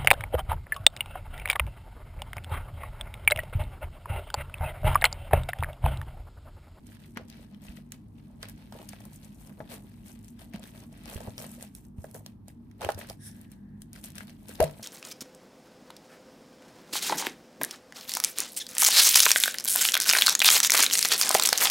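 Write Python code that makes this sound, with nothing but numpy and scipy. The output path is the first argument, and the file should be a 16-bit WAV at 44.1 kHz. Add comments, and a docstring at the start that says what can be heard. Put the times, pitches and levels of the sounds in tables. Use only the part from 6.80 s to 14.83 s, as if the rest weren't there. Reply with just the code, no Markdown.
"""A small room with an appliance humming; a table, close under a stereo phone microphone.
Hands leaf through a big folder of plastic sleeves: bending film rustles in showers of tiny noise bursts
and cracks in short pitched ticks; stiffer sheets pop as pulses with ringing modes.
Pages thump down as damped low swings, fingers rub a sleeve as resonant hiss,
and late on the lifted stack slaps taut with a gliding boom. A short diffuse tail follows the hands."""
import sys
import numpy as np
from scipy import signal
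from scipy.fft import rfft, irfft, next_fast_len
from scipy.io import wavfile
from scipy.ndimage import uniform_filter1d

SR = 44100
rng = np.random.default_rng(int(sys.argv[2]) if len(sys.argv) > 2 else 0)


def int16_out(signal):
    """Quantize to a 16-bit WAV file."""
    q = np.round(np.clip(np.atleast_2d(signal).T, -1, 1) * 32767)
    wavfile.write(sys.argv[1], SR, q.astype(np.int16))


N = 353946
SIDES = np.array([[.5], [-.5]])  # left and right microphone port: shares of a left-minus-right value


def undb(db):
    """Amplitude factor of a level in dB."""
    return 10 ** (np.asarray(db) / 20)


def level(x, db):
    """Bring a sound to an RMS level, which may vary with time."""
    return x * undb(db) / np.sqrt(np.mean(x ** 2))


def colour(x, points):
    """Shape a spectrum by (pitch_hz, level_db) points, joined along log frequency."""
    hz, db = np.transpose(points)
    size = next_fast_len(x.shape[-1])
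    f = np.arange(size // 2 + 1) * SR / size + 1
    gain = undb(np.interp(np.log(f), np.log(hz), db))
    return irfft(rfft(x, size) * gain, size)[..., :x.shape[-1]]


def band(x, hz, width):
    """Two-pole resonance, gain 1 at the centre."""
    b, a = signal.iirpeak(min(hz, SR * .45), hz / min(width, SR / 4), SR)
    return signal.lfilter(b, a, x)


def pair(size, alike):
    """Noise for both ports; alike 0-1 is their correlation."""
    mid, side = rng.standard_normal((2, size))
    alike = np.clip(alike, 0, 1)
    return np.sqrt((1 + alike) / 2) * mid + np.sqrt((1 - alike) / 2) * side * np.sign(SIDES)


def fade(t60, size):
    """Exponential decay by 60 dB in t60 seconds, never quicker than 2 ms."""
    return np.exp(-np.log(1000) * np.arange(size) / SR / max(t60, .002))


def walk(rate):
    """Random wander: a new value every 1 / rate s, slewed between; spread about 0.8."""
    k = int(SR / rate)
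    held = np.repeat(rng.standard_normal(N // k + 1), k)
    return uniform_filter1d(held, k)[:N]


def curve(table):
    """Columns of a table, after its times, as values at every sample."""
    s, *columns = np.transpose(table)
    return [np.interp(np.arange(N) / SR, s, c) for c in columns]


def add(out, s, x, peak_db, pan_db):
    """Lay a short sound at time s, its port average peaking at peak_db, leaned left by pan_db."""
    i = int(s * SR)
    x = x[:, :N - i] / np.abs(x.mean(axis=0)).max()
    out[:, i:i + x.shape[1]] += x * undb(peak_db + pan_db * SIDES)


# appliance hum lines: pitch_hz, width_hz (of each of two filter passes), level_db
HUM_LINES = [(50.4, 7.2, -64), (102.9, 12.8, -58.5), (150.1, 9.2, -59.5), (204.7, 19.4, -54),
             (232, 19.7, -54.5), (297.9, 16.6, -66), (343.4, 25, -76)]
# spectrum of rumble and hiss behind the hum: pitch_hz, level_db (per Hz, relative)
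AIR_SPECTRUM = [(15, -39), (25, -21), (53, -2.5), (149, -5.5), (206, -6), (293, -10), (344, -16.5),
                (575, -32.5), (887, -27.5), (2220, -48.5), (7310, -58), (12900, -50), (16000, -61)]
AIR_DB = -53.5


def hum():
    """Noisy motor lines over rumble, and faint unrelated hiss at each port."""
    drone = pair(N, 0.99)
    lines = 0
    for hz, width, db in HUM_LINES:
        line = band(band(drone, hz, width), hz, width)
        lines = lines + level(line, db + 1.83 * walk(1.584))
    low = signal.butter(2, 450., fs=SR, output="sos")
    near, apart = pair(N, 0.98), pair(N, 0)
    # the ports nearly agree at low pitch and differ above
    air = signal.sosfilt(low, near - apart) + apart
    return lines + level(colour(air, AIR_SPECTRUM), AIR_DB)


def grains(rate, spread_db, t60, hiss_db, alike):
    """Tiny creases at random moments (rate per second), each a short burst, over sliding hiss."""
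    strength_db = spread_db * np.minimum(rng.exponential(size=N), 4)
    hit = (rng.random(N) < rate / SR) * undb(strength_db)
    power = signal.fftconvolve(hit ** 2, fade(t60, 2048) ** 2)[:N]
    shape = np.sqrt(power.clip(0))
    return (level(shape, 0) + undb(hiss_db)) * pair(N, alike)


def creases(centres_hz, rate, t60, alike):
    """Each size of crease snaps at its own moments and rings its own band."""
    total = 0
    for hz in centres_hz:
        snaps = grains(rate, spread_db=4.5, t60=t60, hiss_db=-2.5, alike=alike)
        total = total + band(snaps, hz, 0.64 * hz) / np.sqrt(hz)
    return total


# hands stirring the film, level of the fine rustle: start_s, level_db
STIRRING = [(0.0, -73), (0.67, -75.5), (1.34, -80), (2.01, -67), (2.68, -68.5), (3.35, -70.5), (4.01, -73),
            (4.68, -61), (5.35, -99.0), (6.02, -74.5), (6.95, -86), (7.36, -72), (8.03, -61.5)]
STIR_CRINKLE_DB, STIR_FLAP_DB = -0.5, -3  # lower layers against the finest
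# tugs at a page: start_s (full level reached), held_s, fine_db, crinkle_db, flap_db
PAGE_TUGS = [(0.068, 0.085, -64, -62, -70), (0.199, 0.066, -64.5, -63.5, -70.5),
             (0.376, 0.011, -73, -53.5, -55.5), (0.493, 0.067, -68, -60.5, -67.5),
             (0.598, 0.041, -65.5, -61.5, -64), (0.713, 0.025, -80, -65, -65.5),
             (0.827, 0.089, -60.5, -61, -61), (0.966, 0.0092, -61.5, -58, -67),
             (1.129, 0.0065, -62, -59.5, -68), (1.356, 0.098, -78, -71, -73), (1.465, 0.158, -90, -81, -67),
             (1.628, 0.0045, -54, -49, -55.5), (1.688, 0.006, -58, -56, -63), (1.78, 0.046, -70, -65, -65),
             (1.943, 0.086, -61, -59.5, -58), (2.088, 0.063, -61, -59.5, -68),
             (2.193, 0.079, -61, -64, -62.5), (2.328, 0.035, -58.5, -66.5, -85.0),
             (2.437, 0.018, -59, -60, -66), (2.602, 0.016, -56, -67.5, -71),
             (2.668, 0.023, -64, -64, -57.5), (2.79, 0.037, -68.5, -76, -56),
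             (2.906, 0.043, -50, -52.0, -53.5), (3.26, 0.04, -54, -59, -79), (3.445, 0.034, -66, -71, -76),
             (3.596, 0.044, -58.5, -59, -63.5), (3.742, 0.015, -63, -53, -56),
             (3.828, 0.066, -58.5, -58.5, -67), (3.944, 0.096, -61, -63, -62.5),
             (4.123, 0.14, -65.5, -62.5, -67), (4.27, 0.11, -53.5, -52.5, -54.5),
             (4.404, 0.07, -59, -57.5, -51), (4.588, 0.067, -50, -51, -51.5),
             (4.717, 0.049, -55.5, -62, -60.5), (4.797, 0.048, -54, -57, -60.5),
             (4.958, 0.0065, -53.5, -61, -65), (5.04, 0.01, -65, -71, -78), (5.185, 0.12, -65, -71, -65),
             (5.351, 0.0082, -51.5, -59.5, -53), (5.466, 0.006, -58, -58, -64),
             (5.686, 0.006, -63, -61.5, -69), (6.02, 0.036, -50.5, -46.5, -44),
             (6.093, 0.007, -51.5, -50, -46), (6.184, 0.044, -52.5, -50.5, -52.5),
             (6.291, 0.006, -52.5, -52.5, -57), (6.44, 0.06, -55, -65, -72),
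             (6.555, 0.085, -64.5, -66, -70.5), (6.716, 0.023, -65, -68.5, -73),
             (7.012, 0.017, -66, -78.5, -78), (7.142, 0.049, -60.5, -60.5, -63.5),
             (7.243, 0.025, -52.5, -52.5, -57.5), (7.36, 0.058, -53.5, -53, -59),
             (7.48, 0.017, -59, -58.0, -65), (7.685, 0.076, -57.5, -55.5, -62),
             (7.813, 0.023, -43.5, -41.5, -34)]
RISE_DB_PER_S, FALL_DB_PER_S = 798, 314


def tugs():
    """Levels of fine rustle, crinkle and flap: faint stirring plus bursts that swell fast, hold and die."""
    t = np.arange(0, N + 64, 64) / SR
    s, held_s, *peaks_db = np.transpose(PAGE_TUGS)[:, :, None]
    swell_db = RISE_DB_PER_S * np.minimum(t - s, 0)
    shape_db = swell_db - FALL_DB_PER_S * np.maximum(t - s - held_s, 0)
    stir_db = np.interp(t, *np.transpose(STIRRING))
    levels = []
    for peak_db, layer_db in zip(peaks_db, (0, STIR_CRINKLE_DB, STIR_FLAP_DB)):
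        power = (undb(shape_db + peak_db) ** 2).sum(axis=0) + undb(stir_db + layer_db) ** 2
        levels.append(np.interp(np.arange(N) / SR, t, 10 * np.log10(power)))
    return levels


# spectrum of thin film: pitch_hz, level_db (per Hz, relative)
FILM_SPECTRUM = [(880, -12.5), (1500, -2), (2100, -2.5), (2590, -1), (3520, -3.5), (6830, -4), (7320, -7.5),
                 (7920, -1.5), (12000, -4), (15100, -5), (16000, -43)]
# spectrum of a whole sheet: pitch_hz, level_db (per Hz, relative)
SHEET_SPECTRUM = [(210, -30), (350, -4), (487, -3), (632, -2), (853, -5), (1280, -10), (1600, -20),
                  (2080, -23), (3520, -120)]
# where the hands work, between the ports: start_s, left_minus_right_db
HAND_PLACES = [(0.0, -2), (0.74, 3.5), (1.65, 1), (3.55, 3.5), (3.98, 0.5), (4.54, 2), (5.16, 0.5),
               (6.62, 0.5), (6.71, 1), (8.03, 2)]


def rustle():
    """Small creases sound high, larger ones lower, whole sheets flap lowest; some snaps reach all bands."""
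    fine_db, crinkle_db, flap_db = tugs()
    broad = grains(rate=160.0, spread_db=2.5, t60=0.0062, hiss_db=-1.0, alike=0.051)
    small = level(creases((5900, 8900, 12800, 15100), rate=65.0, t60=0.0096, alike=0.047), 0)
    middle = level(creases((1680, 2560, 3820, 5060), rate=45., t60=0.013, alike=0.12), 0)
    large = level(creases((450, 700, 1100), rate=30., t60=0.022, alike=0.85), 0)
    # fine rustle lies above the split, crinkle below it
    split = signal.butter(3, 5200., fs=SR, output="sos")
    fine = colour(small + 0.52 * broad, FILM_SPECTRUM)
    fine = fine - signal.sosfiltfilt(split, fine)
    crinkle = signal.sosfilt(split, colour(middle + 1.33 * broad, FILM_SPECTRUM))
    flap = colour(large + 1.47 * broad, SHEET_SPECTRUM)
    fine = level(fine, fine_db + 2.0 * walk(37))
    crinkle = level(crinkle, crinkle_db + 1.75 * walk(32))
    flap = level(flap, flap_db + 1.86 * walk(13))
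    return (fine + crinkle + flap) * undb(curve(HAND_PLACES)[0] * SIDES)


# creases of the film snapping over: start_s, peak_db, pitch_hz, left_minus_right_db
FILM_CRACKS = [(0.068, -46, 8730, -4), (0.372, -29, 2170, 1), (0.483, -49, 5730, 5), (0.5, -41, 4870, 6),
               (0.746, -51.5, 3390, 8), (0.819, -50, 9000, 2), (1.1202, -32, 9400, -2),
               (1.6286, -30, 3770, -3), (1.686, -37.5, 12100, -2), (1.6965, -32, 12300, -2),
               (1.778, -47, 3340, 6), (1.924, -39, 3700, 0), (1.9877, -40, 3460, -0.5),
               (2.0166, -44, 3500, 0.5), (2.047, -45, 3980, 0), (2.0893, -30, 6500, 6),
               (2.0922, -32, 9000, -4), (2.132, -36, 2300, -3), (2.204, -47, 1900, 2),
               (2.252, -39, 11600, 4), (2.332, -42, 11600, 0), (2.43, -46, 4000, 1), (2.6723, -44, 8400, 7),
               (2.918, -38, 9000, 1), (3.39, -49, 9000, 3), (3.4452, -44.5, 8000, -1),
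               (3.4817, -43, 8120, 5), (3.593, -39, 3070, 6), (3.617, -43, 3500, 4),
               (3.736, -35.5, 2200, 1.5), (3.7437, -40, 1800, 2), (3.7594, -35, 2200, 2),
               (3.7953, -42, 8030, -0.5), (3.831, -44, 7000, 3), (3.838, -36.5, 3800, 3),
               (3.856, -43.5, 1700, 2), (4.037, -43.5, 2870, 4), (4.127, -47.5, 6600, 6),
               (4.236, -42, 8850, 2.0), (4.2567, -38, 3800, 5), (4.299, -31, 9200, 5),
               (4.346, -33, 8600, 5), (4.3674, -39, 13600, 1.5), (4.4048, -39, 5800, 9),
               (4.414, -39, 8000, 4), (4.505, -44, 4000, 2), (4.58, -27, 4540, 2), (4.6225, -29, 12000, 7),
               (4.809, -44, 7500, -4), (4.8254, -29, 9200, 7), (4.9504, -32, 10400, -3),
               (5.242, -39, 9850, 1), (5.312, -36.5, 9100, -4), (5.3451, -34.5, 11000, 2),
               (5.462, -34, 4460, 0), (5.682, -35.5, 8600, 0), (5.913, -47.5, 2000, -8),
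               (6.009, -41, 3780, -9), (6.017, -32, 3980, -2), (6.0473, -24, 2920, -2),
               (6.0895, -31, 2970, -4), (6.098, -41, 2980, -6), (6.103, -33, 8140, -0.5),
               (6.119, -32.5, 5390, -2.5), (6.146, -38, 5100, -3), (6.202, -36, 3440, -3),
               (6.221, -41, 8000, -2), (6.272, -44, 9000, -2), (6.288, -36, 4500, -3),
               (6.2984, -26.5, 4780, -2), (6.613, -39.5, 11800, 3), (6.717, -40, 9050, 4.5),
               (7.019, -37, 8700, 4), (7.131, -32, 8950, 2), (7.16, -36, 5000, 6), (7.2399, -33, 8720, 7),
               (7.259, -39, 7000, 3), (7.303, -37.5, 8610, 0), (7.319, -45, 7000, 4),
               (7.3547, -33.5, 9000, 2), (7.3818, -31, 3100, 4), (7.432, -42, 1600, 2),
               (7.471, -44, 4500, 2), (7.4955, -39, 3030, 0), (7.657, -48, 4500, 3),
               (7.684, -32.5, 9610, 5), (7.6922, -34.5, 8000, 7), (7.712, -38.5, 1500, 3),
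               (7.7542, -35, 4880, 7), (7.8035, -18, 2950, 0), (7.827, -21, 9700, 2),
               (7.8415, -28, 8950, -2), (7.9105, -39.5, 8780, 0), (8.013, -46, 4650, 6)]
# resonances of the taut sleeve when snapped or rubbed: pitch_hz, width_hz (per filter pass), level_db
SLEEVE_MODES = [(1710, 390, -0.5), (3700, 700, -7), (5500, 1100, -4.5), (9640, 2700, 0.5)]


def cracks():
    """Each snap is a sharp tick and brief noise at its own pitch; it rings the sleeve, retuned by each bend."""
    out, t = np.zeros((2, N)), np.arange(2048) / SR
    shape = (fade(0.0076, 2048) + 0.19 * fade(0.034, 2048)) * (1 - fade(0.002, 2048))
    for s, db, hz, pan_db in FILM_CRACKS:
        bend, lag = rng.standard_normal(2)
        # the tick reaches the ports slightly apart
        tick = np.sinc(SR * .7 * (t - .0006 + .00008 * lag * SIDES))
        burst = pair(2048, 0.058) * shape + 2.43 * tick
        narrow = band(burst, hz, 0.19 * hz)
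        broad = band(colour(burst, FILM_SPECTRUM), hz, 1.7 * hz)
        ring = 0
        for f, width, mode_db in SLEEVE_MODES:
            # modes far from the snap's pitch are driven less
            gain = undb(mode_db - 3. * abs(np.log2(f / hz)))
            ring = ring + gain * band(burst, f * np.exp(0.071 * bend), width)
        add(out, s, narrow + 0.65 * broad + 0.76 * ring, db, pan_db)
    return out


def flick(hz, cycles, t):
    """A few swings under a bell-shaped envelope."""
    return np.exp(-(t * hz / cycles) ** 2) * np.cos(2 * np.pi * hz * t)


# stiff sheets buckling: start_s, peak_db, pitch_hz, left_minus_right_db
SHEET_POPS = [(0.359, -43, 1690, 4), (0.371, -27, 1390, 4), (1.121, -39.5, 2420, -0.5),
              (1.631, -31.5, 1380, 0), (1.922, -36.5, 796, 0), (1.989, -44, 830, -2),
              (2.133, -37.5, 704, 2), (2.205, -44.5, 700, 2), (2.803, -41, 1300, 4.5), (2.802, -30, 510, 6),
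              (3.742, -37.5, 650, 2), (4.328, -36.5, 526, -2), (4.358, -36, 377, -5), (4.376, -39, 530, -4),
              (4.404, -35, 580, -8.5), (4.482, -37.5, 420, -9), (4.602, -43, 543, -11),
              (4.823, -40, 645, 0.5), (5.242, -30.5, 620, -1), (5.348, -33.5, 540, -2),
              (5.46, -46, 547, -2), (5.68, -46, 646, -4), (6.01, -31.5, 750, 0), (6.017, -27, 895, 3),
              (6.046, -23.5, 593, -2.5), (6.0884, -13, 688, -1), (6.175, -34, 407, -2),
              (6.212, -34, 2520, 1), (6.244, -40, 1500, -2), (6.299, -35.5, 546, -2.5),
              (7.16, -43, 1680, -2), (7.405, -40, 1690, 10), (7.693, -38.5, 416, -5),
              (7.8015, -15, 760, 4.5), (7.994, -38.5, 690, 0.5)]
# ringing modes of a page: pitch_hz, level_db, t60_s
PAGE_MODES = [(341, -3.5, 0.062), (441, -5, 0.11), (532, -1, 0.049), (695, -1, 0.045), (820, -15, 0.028),
              (1096, -21, 0.056), (1460, -7, 0.037), (1753, -7, 0.045)]
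RING_DB, EDGE_DB = -10, -9.5  # ringing and bright edge of a pop, against its pulse


def pops():
    """A buckle radiates a blunt pulse with a bright edge, leaves a ragged rattle and rings the page."""
    out, t = np.zeros((2, N)), np.arange(8192) / SR
    for s, db, hz, pan_db in SHEET_POPS:
        # the far port hears the pulse a little later
        late = t - .0026 + .00003 * pan_db * SIDES
        pulse = flick(hz, 0.94, late) + undb(EDGE_DB) * flick(1590.0, 1.3, late)
        rattle = band(band(pair(8192, 0.62), hz, 1.54 * hz), hz, 1.54 * hz) * fade(0.051, 8192)
        # each mode reaches the two ports a little out of step
        turns = rng.random((len(PAGE_MODES), 2)) @ np.array([[0.81, 1.0], [0.06, -0.049]])
        ring = 0
        for (f, mode_db, t60), turn in zip(PAGE_MODES, turns):
            # modes far from the buckle's pitch are driven less
            gain = undb(mode_db - 4.8 * abs(np.log2(f / hz)))
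            ring = ring + gain * np.sin(2 * np.pi * (f * t + turn[:, None])) * fade(t60, 8192)
        tail = .5 * rattle / np.abs(rattle).max() + undb(RING_DB) * ring / np.abs(ring).max()
        add(out, s, pulse + tail * (1 - fade(0.0071, 8192)), db, pan_db)
    return out


# pages and hands landing on the stack: start_s, peak_db, pitch_hz, t60_s, left_minus_right_db
LANDINGS = [(0.369, -33, 231, 0.021, 0), (0.89, -38, 57, 0.11, -1), (2.799, -39, 143, 0.1, -2),
            (3.7423, -31, 201, 0.06, -2), (4.357, -30, 80.5, 0.044, -6), (4.479, -31, 109, 0.05, -1),
            (4.579, -40, 110, 0.063, -2), (5.184, -30.5, 92, 0.072, -2), (6.049, -33, 89, 0.12, 0),
            (6.152, -35.5, 94.2, 0.1, -1), (7.811, -28, 76, 0.096, 13), (7.84, -29.5, 151, 0.16, -1)]


def thumps():
    """Soft landings push a damped low swing of the table."""
    out, t = np.zeros((2, N)), np.arange(8192) / SR
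    for s, db, hz, t60, pan_db in LANDINGS:
        swing = np.sin(2 * np.pi * hz * t) * fade(t60, 8192) * (1 - fade(0.011, 8192))
        add(out, s, np.array([swing, swing]), db, pan_db)
    return out


# fingers slide down a sleeve, then rest and creep: start_s, level_db, brightness_db_per_octave
FINGER_RUB = [(6.36, -95, -1), (6.41, -63.5, 1.5), (6.47, -58, 4.5), (6.52, -67, 1.5), (6.6, -70, -8),
              (6.8, -75.5, -8), (6.92, -72.5, -12), (7.12, -83, -10)]


def rub():
    """Smooth friction hiss in the sleeve's resonances, its brightness following the table."""
    db, bright_db = curve(FINGER_RUB)
    lowest_hz, noise = SLEEVE_MODES[0][0], pair(N, 0.15)
    total = 0
    for hz, width, mode_db in SLEEVE_MODES:
        hiss = level(band(band(noise, hz, width), hz, width), 0)
        total = total + hiss * undb(db + mode_db + bright_db * np.log2(hz / lowest_hz))
    return total


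# the lifted stack slaps taut and booms: its pitch climbs, then sags
SLAP_S, SLAP_DB, SLACK_HZ, TAUT_HZ = 7.801, -15, 390, 702
CLIMB_S, SAG_HZ_PER_S = 0.0149, 4430
HOLD_S = 0.035  # length of the sag after the climb; also time from the slap to the quick decay
DROOP_DB_PER_S, SLAP_T60_S = 150, 0.043  # steady droop throughout, quick decay added after the hold


def slap():
    """One sheet mode whose pitch climbs with tension, then sags; louder at the left port."""
    t = np.maximum(np.arange(N) / SR - SLAP_S, 0)
    climb_hz = (TAUT_HZ - SLACK_HZ) * np.minimum(t / CLIMB_S, 1)
    sag_hz = SAG_HZ_PER_S * np.clip(t - CLIMB_S, 0, HOLD_S)
    hz = SLACK_HZ + climb_hz - sag_hz
    db = SLAP_DB - DROOP_DB_PER_S * t - 60 * np.maximum(t - HOLD_S, 0) / SLAP_T60_S
    turns = np.cumsum(hz * (1 + 0.079 * walk(200)) * (t > 0)) / SR
    swing = np.sin(2 * np.pi * turns + .5 * SIDES)
    return (t > 0) * swing * undb(db + 2.1 * walk(150) + 2.5 * SIDES)


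ROOM_T60_S, ROOM_DB = .22, -12


def room(x):
    """Diffuse tail, duller as it fades, unlike at each port."""
    noise = pair(16384, 0.2)
    dull = band(noise, 560.0, 4200.0)
    tail = dull * fade(ROOM_T60_S, 16384) + 0.8 * noise * fade(0.061, 16384)
    tail = tail / np.sqrt((tail ** 2).sum(axis=1, keepdims=True))
    source = x.mean(axis=0, keepdims=True)
    return undb(ROOM_DB) * signal.fftconvolve(source, tail)[:, :N]


def scene():
    """The hands' sounds, their tail in the room, and the hum."""
    hands = rustle() + rub() + cracks() + pops() + slap() + thumps()
    return hands + room(hands) + hum()


TOP_HZ = 15900


def record(dry):
    """A steep low-pass at TOP_HZ ends the treble."""
    return signal.sosfilt(signal.ellip(10, .2, 70, TOP_HZ, fs=SR, output="sos"), dry)


dry = scene()
out = record(dry)
int16_out(out)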